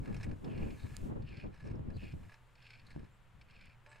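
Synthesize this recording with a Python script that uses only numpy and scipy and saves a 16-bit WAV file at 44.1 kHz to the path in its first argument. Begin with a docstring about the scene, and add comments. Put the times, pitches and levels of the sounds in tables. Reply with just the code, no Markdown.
"""Uneven wind gusts buffet a camera microphone in an open field and die down after two seconds.
Their eddies rumble and flutter at its two ports; a few slaps of air thump.
Close by, a wooden whirligig turns: its crank sticks and slips once a turn, its dry joints click and
squeal, its loose linkage chatters and knocks on the hull. One sharp tick stands out from two faint ones.
Behind: a brief thin whistle, passing grass hiss, a low hum and quiet field air."""
import sys
import numpy as np
from scipy import signal
from scipy.fft import rfft, irfft, next_fast_len
from scipy.io import wavfile
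from scipy.ndimage import map_coordinates

SR = 44100
rng = np.random.default_rng(int(sys.argv[2]) if len(sys.argv) > 2 else 0)


def wav_out(sig):
    """Save sig, one row per channel (or a flat mono array), as 16-bit PCM at SR to the path in sys.argv[1]."""
    wavfile.write(sys.argv[1], SR, np.round(np.clip(np.atleast_2d(sig).T, -1, 1) * 32767).astype(np.int16))


N = 176400

# gust envelope, before trim: time_s, rumble_db, flutter_db
GUSTS = [(0.0, -35.5, -53), (0.06, -56, -52), (0.11, -45, -44), (0.13, -40, -52), (0.24, -49, -58),
         (0.26, -39, -49), (0.32, -43.5, -48.5), (0.39, -55, -62.5), (0.47, -52, -41.5), (0.5, -48.5, -49),
         (0.58, -42, -49), (0.6, -42.5, -45.5), (0.66, -37, -46), (0.72, -49.5, -49.5), (0.81, -60.5, -66),
         (0.85, -40, -51.5), (0.87, -53, -55.5), (0.89, -60.5, -62), (0.93, -42.5, -58.5),
         (0.96, -53.5, -72), (0.99, -48.5, -57), (1.01, -53.5, -59), (1.03, -39, -51), (1.1, -51, -46.5),
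         (1.12, -47, -42.5), (1.15, -55, -54.5), (1.16, -44, -44.5), (1.25, -45, -57), (1.27, -53, -64),
         (1.34, -50, -54.5), (1.36, -60, -63), (1.38, -44, -55), (1.41, -66, -63.5), (1.45, -46.5, -43.5),
         (1.58, -62, -76.5), (1.63, -49, -66), (1.65, -52, -51.5), (1.745, -39.5, -50), (1.82, -46, -55.5),
         (1.91, -44.5, -49.5), (1.95, -49.5, -56), (1.97, -39, -48.5), (2.0, -51, -73), (2.03, -46, -51.5),
         (2.11, -51.5, -66), (2.14, -43, -59), (2.2, -50.5, -62), (2.28, -56, -70.5), (2.35, -91, -96),
         (2.42, -70, -86), (2.67, -76, -86), (2.85, -61, -75), (2.92, -59, -75)]
# closing lull, before trim: time_s, rumble_db, flutter_db
LULL = [(3.0, -53, -58.5), (3.06, -57, -70.5), (3.12, -69, -81), (3.32, -68, -89), (3.358, -59.5, -78),
        (3.48, -67.5, -80.5), (3.68, -62.5, -75), (3.73, -73, -87), (4.0, -70, -86)]
# big-eddy spectrum: freq_hz, gain_db
RUMBLE_SPECTRUM = [(20, 0.5), (50, 0.5), (100, 1.5), (160, -4.5), (300, -29.5), (600, -46.5), (1500, -62),
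                   (4000, -100)]
# small-eddy spectrum: freq_hz, gain_db
FLUTTER_SPECTRUM = [(40, -27), (120, -5), (210, -1.5), (400, -12), (700, -22.5), (1300, -32.5),
                    (3000, -51.5), (9000, -107)]
# flutter side-channel EQ: freq_hz, gain_db
FLUTTER_SIDE_EQ = [(100, 2.5), (200, 1), (400, 3.5), (800, 4), (1500, 4)]
# air slaps: start_s, level_db
THUMPS = [(1.794, -37.5), (2.138, -43), (2.962, -37), (2.976, -45), (3.032, -46.5)]
# modes of a slap: freq_hz, gain_db, t60_s
THUMP_MODES = [(153, 0, 0.063), (214, -11.5, 0.12), (303, 3.5, 0.029), (440, -18, 0.038),
               (830, -35, 0.0065)]

# crank rubs, one a turn: start_s, end_s, level_db, pitch_ratio, crest_fraction, treble_db
RUBS = [(0.47, 0.77, -59, 1.01, 0.35, -2.5), (1.246, 1.485, -59.5, 1.02, 0.57, 3.5),
        (1.969, 2.15, -60, 1.02, 0.33, 2), (2.571, 2.831, -62, 1.0, 0.54, 5.5),
        (3.457, 3.76, -63.5, 1, 0.62, 2.5)]
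# crank catches: start_s, level_db
CATCHES = [(0.444, -53), (0.576, -55), (0.705, -57), (1.221, -61.5), (1.288, -58), (1.369, -59),
           (2.037, -57), (2.12, -58), (2.553, -62), (2.623, -58), (2.666, -57), (2.704, -52.5),
           (2.733, -61), (2.796, -62.5), (3.412, -56.5), (3.508, -59), (3.558, -66), (3.61, -57.5)]
# lower crank resonances: centre_hz, width_hz, gain_db
CRANK_BANDS = [(1647, 240, -3), (2170, 340, -6), (2433, 190, 4.5), (2706, 290, -2.5), (3240, 610, -18.5)]
# upper, rasping crank resonances: centre_hz, width_hz, gain_db
RASP_BANDS = [(3370, 1200, -2.5), (4414, 410, 3), (5174, 220, 1), (7580, 4000, -18.5)]
# linkage chatter: start_s, end_s, level_db
CHATTERS = [(0.04, 0.27, -62.5), (0.29, 0.33, -65), (0.45, 0.72, -72), (0.76, 1.0, -65.5),
            (1.53, 1.72, -65.5), (2.2, 2.38, -68.5), (2.85, 2.96, -66), (3.0, 3.07, -70.5),
            (3.87, 4.0, -66.5)]
# linkage knocks: start_s, level_db
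KNOCKS = [(0.057, -51), (0.093, -65), (0.146, -51.5), (0.165, -49.5), (0.209, -47), (0.23, -46),
          (0.241, -49), (0.313, -52.5), (1.542, -58.5), (1.712, -55), (1.902, -55.5), (2.296, -57),
          (2.322, -56), (2.342, -58), (2.905, -58), (2.962, -66), (2.993, -58), (3.862, -54), (3.959, -57)]
# wooden hull resonances: centre_hz, width_hz, gain_db
HULL_BANDS = [(970, 980, 0), (1700, 108, 11), (2187, 390, 0), (2500, 390, -1), (2750, 250, -11),
              (4110, 950, -8.5), (5150, 300, -9), (6340, 500, -16.5), (7790, 610, -18), (9500, 2300, -22.5)]
# joint clicks, and two lower crank catches near 0.23 s played the same way: start_s, pitch_hz, level_db
CLICKS = [(0.166, 5370, -59), (0.229, 5300, -53), (0.233, 2230, -51), (0.241, 2200, -49),
          (1.542, 5550, -68), (1.626, 5270, -74), (1.648, 5550, -67), (1.671, 5400, -63.5),
          (1.71, 5260, -76), (1.753, 5200, -69.5), (1.966, 4150, -59), (2.34, 5360, -70),
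          (2.866, 4200, -59), (2.903, 4300, -61)]
# joint squeals: start_s, end_s, pitch_hz, level_db
SQUEALS = [(0.778, 0.873, 4060, -71), (1.938, 1.973, 4400, -73), (2.857, 2.945, 4250, -77),
           (3.878, 3.953, 7930, -81)]
# soft frame rings: start_s, level_db
FRAME_RINGS = [(2.31, -70), (3.871, -62.5)]
# frame modes: freq_hz, gain_db, t60_s
FRAME_MODES = [(593, -1.5, 0.42), (890, -2, 1), (1101, -7, 0.34), (1430, -9, 0.37)]

# sharp ticks: start_s, level_db
TICKS = [(0.146, -52.5), (0.9672, -34.5), (3.658, -58)]
# modes of a tick: freq_hz, gain_db, t60_s
TICK_MODES = [(4980, -6.5, 0.0055), (7100, -4.5, 0.0057), (8450, 1.5, 0.0015)]
# grass hiss envelope: time_s, level_db
GRASS_LEVEL = [(0.0, -77.5), (0.22, -75), (0.28, -81.5), (0.45, -76), (0.55, -79), (0.61, -73), (0.76, -71),
               (1.07, -69.5), (1.13, -83), (1.9, -86), (2.02, -75.5), (2.33, -79), (2.41, -82.5),
               (4.0, -85)]
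# grass hiss spectrum: freq_hz, gain_db
GRASS_SPECTRUM = [(800, -2), (2500, 12), (4200, 7), (5800, 4.5), (7200, 9.5), (10000, 4), (13000, 0),
                  (16000, -4.5)]
# low drone spectrum: freq_hz, gain_db
DRONE_SPECTRUM = [(20, 9.5), (60, 1.5), (100, -8), (125, 3.5), (160, -6), (260, -30.5), (600, -62)]
# field air spectrum: freq_hz, gain_db
AIR_SPECTRUM = [(110, -13), (180, 1.5), (298, -8), (541, -2), (628, -5.5), (928, -1), (1040, -3),
                (1620, -4), (1920, -6.5), (2950, -10), (5990, -28.5), (7220, -34.5), (15500, -38.5)]
# air side-channel EQ: freq_hz, gain_db
AIR_SIDE_EQ = [(200, -34), (1000, -12.5), (3000, -15), (12000, -11)]

SLIP_ATTACK_S = 0.0012


def wind(rumble_trim_db=1, flutter_trim_db=4):
    """Big eddies push both microphone ports together; small ones push them against each other."""
    time_s, *levels_db = np.transpose([*GUSTS, *LULL])
    rumble_db, flutter_db = (np.interp(clock(), time_s, db) for db in levels_db)
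    rumble = spread(noise(RUMBLE_SPECTRUM), side_db=-9, pan_db=1.8)
    mid, side = noise(FLUTTER_SPECTRUM) * amp(wobble(90))
    flutter = spread([mid, filtered(side, colour(FLUTTER_SIDE_EQ))], side_db=1.5, pan_db=0.4)
    return amp(rumble_db + rumble_trim_db) * rumble + amp(flutter_db + flutter_trim_db) * flutter


def thumps(port_lag_s=0.0011):
    """Slaps of air reach the left port just before the right."""
    return np.array([rings(THUMPS, THUMP_MODES, lag_s) for lag_s in (0, port_lag_s)])


def whirligig():
    """Crank, linkage, joints and frame of the turning wooden toy."""
    wood = crank() + linkage() + joint_clicks()
    return spread(wood, side_db=-18, pan_db=-0.5) + joint_squeals() + rings(FRAME_RINGS, FRAME_MODES)


def crank(sag_per_s=0.35, wander_ratio=0.025, rub_rasp_db=-14, catch_rasp_db=-2):
    """Stick-slip rubs swell and fade as the lower resonances sag; catches rasp harder and brighter."""
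    t, level, treble, pitch = clock(), np.zeros(N), np.zeros(N), np.ones(N)
    for start_s, end_s, db, ratio, crest, treble_db in RUBS:
        crest_s = start_s + crest * (end_s - start_s)
        stroke = amp(db) * np.interp(t, [start_s, crest_s, end_s], [0, 1, 0]) ** 0.53  # rounded flanks
        level += stroke
        treble += amp(treble_db) * stroke
        rubbing = (t > start_s) & (t < end_s)
        pitch[rubbing] = ratio - sag_per_s * (t[rubbing] - (start_s + end_s) / 2)
    read_index = np.cumsum(pitch + wander_ratio * wobble(25))  # resampling bends the resonances
    low = np.array([map_coordinates(x, [read_index], mode="mirror") for x in band_noise(CRANK_BANDS)])
    rasp = band_noise(RASP_BANDS)
    grain = slips(rate_hz=140, t60_s=0.054, scatter_db=2.5)
    catch = strikes(CATCHES, t60_s=0.042, attack_s=SLIP_ATTACK_S)
    low_level = np.hypot(level * grain, catch)
    rasp_level = np.hypot(amp(rub_rasp_db) * treble * grain, amp(catch_rasp_db) * catch)
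    return low_level * low + rasp_level * rasp


def slips(rate_hz, t60_s, scatter_db):
    """Envelope of wood sticking and slipping unevenly; the slips add in power."""
    gaps, sizes = rng.uniform(0.3, 1.7, 4000), rng.standard_normal(4000)
    onsets = (np.cumsum(gaps) / rate_hz * SR).astype(int)
    powers = np.bincount(onsets, amp(scatter_db * np.clip(sizes, -2, 2)) ** 2, N)[:N]
    slip = strikes([(0, 0)], t60_s, SLIP_ATTACK_S)
    return unit(np.sqrt(np.abs(signal.fftconvolve(powers, slip ** 2)[:N])))


def linkage():
    """The loose linkage chatters and knocks, exciting the hull."""
    chatter = swells(CHATTERS, edge_s=0.065) * slips(rate_hz=100, t60_s=0.057, scatter_db=3)
    knocks = strikes(KNOCKS, t60_s=0.04, attack_s=0.0005)
    return np.hypot(knocks, chatter) * band_noise(HULL_BANDS)


def joint_clicks(t60_s=0.047, width_hz=660):
    """Each click or catch rings at its own pitch over a thin, high crackle."""
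    crackle = (7540, 5100, -21)  # centre_hz, width_hz, gain_db
    return sum(strikes([(start_s, db)], t60_s, SLIP_ATTACK_S) * band_noise([(hz, width_hz, 0), crackle])
               for start_s, hz, db in CLICKS)


def joint_squeals(width_hz=950, grit_db=6):
    """Dry joints squeal in narrow, gritty noise bands."""
    notes = np.zeros(N)
    for start_s, end_s, hz, db in SQUEALS:
        phase = 2 * np.pi * hz * clock()
        band = wobble(width_hz) * np.sin(phase) + wobble(width_hz) * np.cos(phase)
        notes += swells([(start_s, end_s, db)], edge_s=0.026) * band
    return notes * unit(amp(grit_db * np.tanh(wobble(90))))


def ticks():
    """Tiny hard contacts near the microphone, a little to the right."""
    return rings(TICKS, TICK_MODES) * amp([[-4], [2.5]])


def whistle(start_s=3.1, length_s=0.08, pitch_hz=7250, rise_hz=1440, peak_db=-83):
    """A faint, thin note curving upward."""
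    progress = np.clip((clock() - start_s) / length_s, 0, 1)
    hz = pitch_hz + rise_hz * progress ** 2 + 40 * wobble(300)
    arch = np.sqrt(np.abs(np.sin(np.pi * progress)))
    return amp(peak_db) * arch * np.sin(2 * np.pi * np.cumsum(hz) / SR)


def grass():
    """Passing swells of hiss from the grass."""
    level_db = np.interp(clock(), *np.transpose(GRASS_LEVEL))
    return amp(level_db) * spread(noise(GRASS_SPECTRUM), side_db=-9, pan_db=0.5)


def hum(pitch_hz=118.3, tone_db=-70, drone_db=-66):
    """A slightly unsteady tone in a low noise drone."""
    phase = 2 * np.pi * pitch_hz * clock() + 0.4 * wobble(24)
    tone = amp(tone_db + 2 * wobble(14)) * unit(np.sin(phase))
    drone = amp(drone_db) * spread(noise(DRONE_SPECTRUM), side_db=-6, pan_db=-6.5)
    return (tone + drone) * amp([[1.2], [-1.2]])


def field_air(gain_db=-64.5):
    """Steady, quiet noise of the open field."""
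    mid, side = noise(AIR_SPECTRUM)
    return amp(gain_db) * spread([mid, filtered(side, colour(AIR_SIDE_EQ))], side_db=5.5, pan_db=2)


def amp(db):
    """Decibels to gain."""
    return 10 ** (np.asarray(db) / 20)


def unit(x):
    """Scale to rms 1."""
    return x / np.sqrt(np.mean(x ** 2) + 1e-20)


def clock():
    """Seconds at each sample."""
    return np.arange(N) / SR


def colour(points):
    """Response through (freq_hz, gain_db) points on a log axis."""
    freq_hz, db = np.transpose(points)
    return lambda hz: amp(np.interp(np.log(hz + 1), np.log(freq_hz + 1), db))


def filtered(x, response):
    """Zero-phase FFT filter."""
    size = next_fast_len(N + SR // 2)
    return irfft(rfft(x, size) * response(np.fft.rfftfreq(size, 1 / SR)), size)[..., :N]


def wobble(rate_hz):
    """Smooth random curve with knots at rate_hz."""
    return map_coordinates(rng.standard_normal(4096), [clock() * rate_hz], mode="mirror")


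def noise(spectrum):
    """Two independent noises of one colour."""
    return unit(filtered(rng.standard_normal((2, N)), colour(spectrum)))


def band_noise(bands):
    """Two independent noises through a set of resonances."""
    def response(hz):
        return sum(amp(db) / (1 + (2 * (hz - centre_hz) / width_hz) ** 2)
                   for centre_hz, width_hz, db in bands)
    return unit(filtered(rng.standard_normal((2, N)), response))


def spread(pair, side_db, pan_db):
    """Mid/side to left/right; positive pan is left."""
    mid, side = pair[0], amp(side_db) * pair[1]
    left, right = (mid + side) * amp(pan_db / 2), (mid - side) * amp(-pan_db / 2)
    return np.array([left, right]) / np.hypot(1, amp(side_db))


def swells(rows, edge_s):
    """Rise, hold and fall for each row."""
    t = clock()
    return sum(amp(db) * np.clip(np.minimum(t - start_s, end_s - t) / edge_s + 0.5, 0, 1)
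               for start_s, end_s, db in rows)


def strikes(blows, t60_s, attack_s):
    """Envelope of blows: fast attack, exponential decay."""
    ages = [(np.maximum(clock() - start_s, 0), db) for start_s, db in blows]
    return sum(amp(db - 60 * t / t60_s) * (1 - np.exp(-t / attack_s)) for t, db in ages)


def rings(blows, modes, lag_s=0):
    """Damped sines from each blow."""
    ages = [(np.maximum(clock() - start_s - lag_s, 0), db) for start_s, db in blows]
    return sum(amp(db + mode_db - 60 * t / t60_s) * np.sin(2 * np.pi * hz * t)
               for t, db in ages for hz, mode_db, t60_s in modes)


def scene():
    """All sources in the open air."""
    return wind() + thumps() + whirligig() + ticks() + whistle() + grass() + hum() + field_air()


def record(dry, cutoff_hz=15750):
    """The camera keeps nothing above its band limit."""
    return filtered(dry, lambda hz: hz < cutoff_hz)


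dry = scene()
out = record(dry)
wav_out(out)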